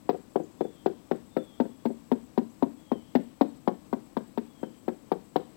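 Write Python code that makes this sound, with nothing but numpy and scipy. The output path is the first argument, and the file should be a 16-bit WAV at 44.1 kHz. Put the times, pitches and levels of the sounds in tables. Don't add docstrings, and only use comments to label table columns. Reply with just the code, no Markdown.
import sys
import numpy as np
from scipy import signal
from scipy.fft import rfft, irfft
from scipy.io import wavfile

SR = 44100
rng = np.random.default_rng(int(sys.argv[2]) if len(sys.argv) > 2 else 0)


def wav_out(sig):
    wavfile.write(sys.argv[1], SR, np.round(np.clip(np.atleast_2d(sig).T, -1, 1) * 32767).astype(np.int16))


N = 245284

# f/Hz, relative density/dB
OUTDOOR_SPECTRUM = [(13, -52), (22, -11), (108, -4.5), (234, 1), (312, 0.5), (388, -11.5), (459, -8.5),
                    (598, -12.5), (708, -14.5), (1120, -17), (1460, -24.5), (2310, -26), (2800, -27),
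                    (7000, -33), (9100, -38.5), (15400, -120)]
# f/Hz, relative density/dB
INSECT_SPECTRUM = [(6000, -54), (7100, -20), (7600, -6), (7950, -4), (8250, -8.5), (8700, -22), (9800, -21)]
# t/s, knock strength/dB, brightness/(dB/oct) (square blow bright, glancing dull), crack/dB
HAMMER_TAPS = [(0.091, 1.2, 5.5, -36.5), (0.357, 0.7, 2.95, -44), (0.6072, -2.4, 0.9, -45.5),
               (0.8596, 0.7, 3.5, -40), (1.1119, 0.3, 1, -41.5), (1.3654, -1, -1.45, -41.5),
               (1.6, 1.8, -0.3, -40.5), (1.8535, -0.5, -0.3, -42), (2.1153, 4, 1.1, -40.5),
               (2.376, 4, 1, -40), (2.624, 4.5, 2.5, -42.5), (2.916, 1.7, 1.5, -43),
               (3.1513, 3.5, -1.5, -36), (3.41, 5, 1, -36), (3.675, 3.3, 2, -39), (3.928, -0.2, 3, -43.5),
               (4.1674, 0.3, 3.5, -42), (4.3748, -1.5, 1.3, -41), (4.6295, -7, -1.5, -48.5),
               (4.8794, -3, 0.8, -43.5), (5.1164, -1.2, 5.5, -40), (5.3583, 0.3, 6, -37.5)]
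# t/s, spot/(0-4)
HAMMER_PATH = [(.09, .5), (.86, .12), (1.11, 1.58), (2.38, 3.29), (3.15, 3.96), (3.68, 4.17), (4.63, 2.2),
               (5.12, 0.84), (5.36, 0.65)]
# nominal f/Hz, t60/s before wood losses, relative level/dB at spots 0, 1, 2, 3, 4
HULL_MODES = [(136, 0.32, -30, -47, -31.5, -27.5, -34), (172.6, 0.37, -30, -14, -32.5, -31, -45),
              (228.5, 0.283, -22, -19, -22, -22, -28), (244.8, 0.072, -39, -86, -16.5, -16.5, -12),
              (300.8, 0.217, -20, -17, -18, -28, -22.5), (345, 0.22, -13, -43, -44, -26, -25),
              (368.4, 0.25, -21, -14, -20, -27, -40.5), (397.7, 0.15, -23.5, -19, -25, -31, -29),
              (457.5, 0.21, -20.5, -20, -35.5, -44, -25.5), (502.6, 0.16, -33.5, -38, -14, -54, -37),
              (518, 0.15, -43, -32.5, -50, -40, -26), (638, 0.15, -72.5, -25.5, -29, -31.5, -27),
              (712, 0.14, -32.5, -35, -27, -42, -26.5), (814.5, 0.22, -59, -67, -48, -58, -23),
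              (840, 0.15, -46, -30, -42.5, -48, -48), (910, 0.11, -29, -66.5, -19, -31, -74),
              (1037, 0.16, -49.5, -29.5, -24, -53, -27.5), (1170, 0.12, -37, -38, -18.5, -59, -31.5),
              (1313, 0.13, -45, -35.5, -3, -61.5, -36)]
# f/Hz, relative density/dB
CRACK_SPECTRUM = [(900, -1), (1500, 13), (2100, 4.5), (2700, -1), (3600, 0), (4500, -6), (5500, -13),
                  (6500, -29.5), (9000, -50), (12500, -9), (14500, -26)]
# f/Hz, gain/dB, t60/s
YARD_BANDS = [(126.4, -8.5, 0.1), (243, -17.5, .34), (481, -17, 0.22), (1070, -24, 0.28),
              (2000, -16.5, 0.24), (4000, -15.5, 0.69), (8000, -18, .2)]
# t/s, knock strength/dB re the tap before
HAMMER_BOUNCES = [(0.145, -14), (0.399, -9.5), (0.649, -8.5), (1.653, -15.5), (1.902, -10.5), (3.1888, -18)]
# t/s, relative level/dB
BIRD_CHIRPS = [(0.432, -61), (2.499, -64), (4.61, -70)]
# t/s, top f/Hz, relative level/dB
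BIRD_WHISTLES = [(.56, 3503, -65), (1.29, 3570, -62.5), (2.749, 3370, -66), (4.44, 3386, -66)]

TAP_T_S = np.arange(SR // 2) / SR


def from_db(db):
    return 10 ** (np.asarray(db) / 20)


def unit_rms(x):
    return x / np.sqrt(np.mean(x ** 2) + 1e-20)


def butter(x, hz, kind, order=2):
    sos = signal.butter(order, np.clip(hz, 10, .45 * SR), kind, fs=SR, output="sos")
    return signal.sosfilt(sos, x)


def add(track, t_s, sound):
    start = max(0, round(t_s * SR))
    track[start:start + len(sound)] += sound[:len(track) - start]


def delayed(x, delay_s):
    index = np.arange(len(x))
    return np.interp(index - delay_s * SR, index, x, left=0)


def decay(t60_s):
    return np.exp(-np.log(1000) * TAP_T_S / t60_s)


def noise(spectrum, size):
    hz, level_db = np.transpose(spectrum)
    bins_hz = np.maximum(np.fft.rfftfreq(size, 1 / SR), 1)
    gain = from_db(np.interp(np.log(bins_hz), np.log(hz), level_db))
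    return unit_rms(irfft(rfft(rng.standard_normal(size)) * gain, size))


def drift(rate_hz):
    return unit_rms(butter(rng.standard_normal(N + SR), rate_hz, "low")[SR:])


def background(outdoor_db=-50.5, wander_db=.6, insect_db=-67, throb_db=2, hiss_db=-67):
    outdoors = from_db(outdoor_db + wander_db * drift(10)) * noise(OUTDOOR_SPECTRUM, N)
    insects = from_db(insect_db + throb_db * drift(25)) * noise(INSECT_SPECTRUM, N)
    return outdoors + insects + from_db(hiss_db) * rng.standard_normal(N)


def planks(spot, tilt_db_oct, contact_hz, hollow_t60_s=.038, baffle_hz=183, stiffening=.011, detune=.022):
    hollow_hz = 670 + 75 * spot
    hollow_db = -27 - .5 * spot + 2 * tilt_db_oct
    modes = np.array(HULL_MODES)
    mode_hz, mode_t60_s, spot_db = modes[:, 0], modes[:, 1], modes[:, 2:]
    spot = np.clip(spot, 0, 4)
    nearness = np.maximum(0, 1 - abs(spot - np.arange(5)))
    mode_db = spot_db @ nearness + tilt_db_oct * np.log2(mode_hz / 400)
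    level_db = np.append(mode_db, hollow_db) + .24
    tuning = 1 + stiffening * spot + detune * rng.standard_normal(len(modes))
    hz = np.append(mode_hz * tuning, hollow_hz)
    wood_loss_t60_s = .075 * (300 / hz) ** .2
    t60_s = np.minimum(np.append(.98 * mode_t60_s, hollow_t60_s), wood_loss_t60_s)
    rings = decay(t60_s[:, None]) * np.cos(2 * np.pi * hz[:, None] * TAP_T_S)
    swing = -from_db(level_db) @ rings
    dulled = butter(swing, contact_hz, "low", order=6)
    return butter(dulled, baffle_hz, "high", order=4)


def bending(x, hz, width_hz):
    radius = np.exp(-np.pi * width_hz / SR)
    poles = np.array([1, -2 * radius * np.cos(2 * np.pi * hz / SR), radius ** 2])
    return signal.lfilter(poles[::-1], poles, x)


def frames(x, first_s=.002876, span_s=.016, return_db=-6.5):
    paths = rng.standard_normal(len(TAP_T_S)) * np.exp(-(TAP_T_S / span_s) ** 4)
    returns = signal.fftconvolve(x, paths / np.linalg.norm(paths))[:len(x)]
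    return x + from_db(return_db) * delayed(returns, first_s)


def crack(tilt_db_oct, decay_s, tail_gain, rise_s=.00059, tail_s=.012, tick_hz=(15075, 15525), tick_db=-8):
    attack = 1 - np.exp(-(TAP_T_S / rise_s) ** 2)
    release = np.exp(-TAP_T_S / decay_s) + tail_gain * np.exp(-TAP_T_S / tail_s)
    tick = unit_rms(butter(rng.standard_normal(len(TAP_T_S)), tick_hz, "band"))
    spectrum = [(hz, db + tilt_db_oct * min(np.log2(hz / 4000), 0)) for hz, db in CRACK_SPECTRUM]
    return attack * release * (noise(spectrum, len(TAP_T_S)) + from_db(tick_db) * tick)


def blow(strength_db, spot, tilt_db_oct, contact_hz, crack_db, lag_s=.0006, ground_s=.0053):
    swing = planks(spot, tilt_db_oct, contact_hz)
    swing = bending(swing, hz=520, width_hz=420)
    swing = bending(swing, hz=202, width_hz=166)
    knock = from_db(strength_db) * frames(swing)
    sharp_db_oct = .55 * (crack_db + 42)
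    direct_crack = from_db(crack_db + 9) * crack(sharp_db_oct, decay_s=.00096, tail_gain=.33)
    ground_crack = from_db(crack_db + 12) * crack(sharp_db_oct, decay_s=.0013, tail_gain=.092)
    direct = knock + delayed(direct_crack, lag_s)
    reflected = .1 * butter(knock, 500, "high", order=1) + delayed(ground_crack, lag_s)
    return direct + delayed(reflected, ground_s)


def hammer():
    out = np.zeros(N)
    path_s, path_spot = np.transpose(HAMMER_PATH)
    for t_s, strength_db, tilt_db_oct, crack_db in HAMMER_TAPS:
        spot = np.interp(t_s, path_s, path_spot)
        contact_hz = 800 + 36.3 * tilt_db_oct + 21.5 * spot
        add(out, t_s, blow(strength_db, spot, tilt_db_oct, contact_hz, crack_db))
    for t_s, drop_db in HAMMER_BOUNCES:
        tap_s, strength_db, tilt_db_oct, _ = [tap for tap in HAMMER_TAPS if tap[0] < t_s][-1]
        spot = np.interp(tap_s, path_s, path_spot)
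        add(out, t_s, blow(strength_db + drop_db, spot, tilt_db_oct, contact_hz=720, crack_db=-57.5))
    return out


def yard(x, first_s=.025, build_s=.006, echo_s=.038, echo_db=-21, echo_hz=620):
    tail = 0
    for hz, gain_db, t60_s in YARD_BANDS:
        band = butter(rng.standard_normal(len(TAP_T_S)), [hz / np.sqrt(2), hz * np.sqrt(2)], "band")
        envelope = (1 - np.exp(-TAP_T_S / build_s)) * decay(t60_s)
        tail = tail + from_db(gain_db) * band * envelope / np.linalg.norm(envelope)
    echo = from_db(echo_db) * delayed(butter(x, echo_hz, "low"), echo_s)
    return signal.fftconvolve(x, delayed(tail, first_s))[:len(x)] + echo


def bird(chirp_s=.02, whistle_s=.29, hold_s=.075, fall_hz_per_s=1900, waver=.0089, flutter_db=3.5):
    chirp_hz = np.linspace(6080, 7960, int(chirp_s * SR))
    fall_hz = fall_hz_per_s * np.maximum(np.arange(int(whistle_s * SR)) / SR - hold_s, 0)
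    notes = [(t_s, top_hz - fall_hz, level_db) for t_s, top_hz, level_db in BIRD_WHISTLES]
    notes += [(t_s, chirp_hz, level_db) for t_s, level_db in BIRD_CHIRPS]
    out = np.zeros(N)
    wobble = 1 + waver * drift(63)
    for t_s, glide_hz, level_db in notes:
        hz = glide_hz * wobble[int(t_s * SR):][:len(glide_hz)]
        tone = signal.windows.tukey(len(hz), .3) * np.sin(2 * np.pi * np.cumsum(hz) / SR)
        add(out, t_s, from_db(level_db) * unit_rms(tone))
    return out * from_db(flutter_db * drift(10))


def trees(x, t60_s=1.8, gain_db=-3):
    paths = rng.standard_normal(len(TAP_T_S)) * decay(t60_s)
    smear = signal.fftconvolve(x, paths / np.linalg.norm(paths))[:N]
    return from_db(gain_db) * (x + smear)


def scene():
    taps = hammer()
    left = taps + yard(taps) + trees(bird()) + background()
    return np.array([left, np.zeros(N)])


def record(dry):
    return signal.sosfilt(signal.ellip(10, .2, 80, 15900, fs=SR, output="sos"), dry)


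dry = scene()
out = record(dry)
wav_out(out)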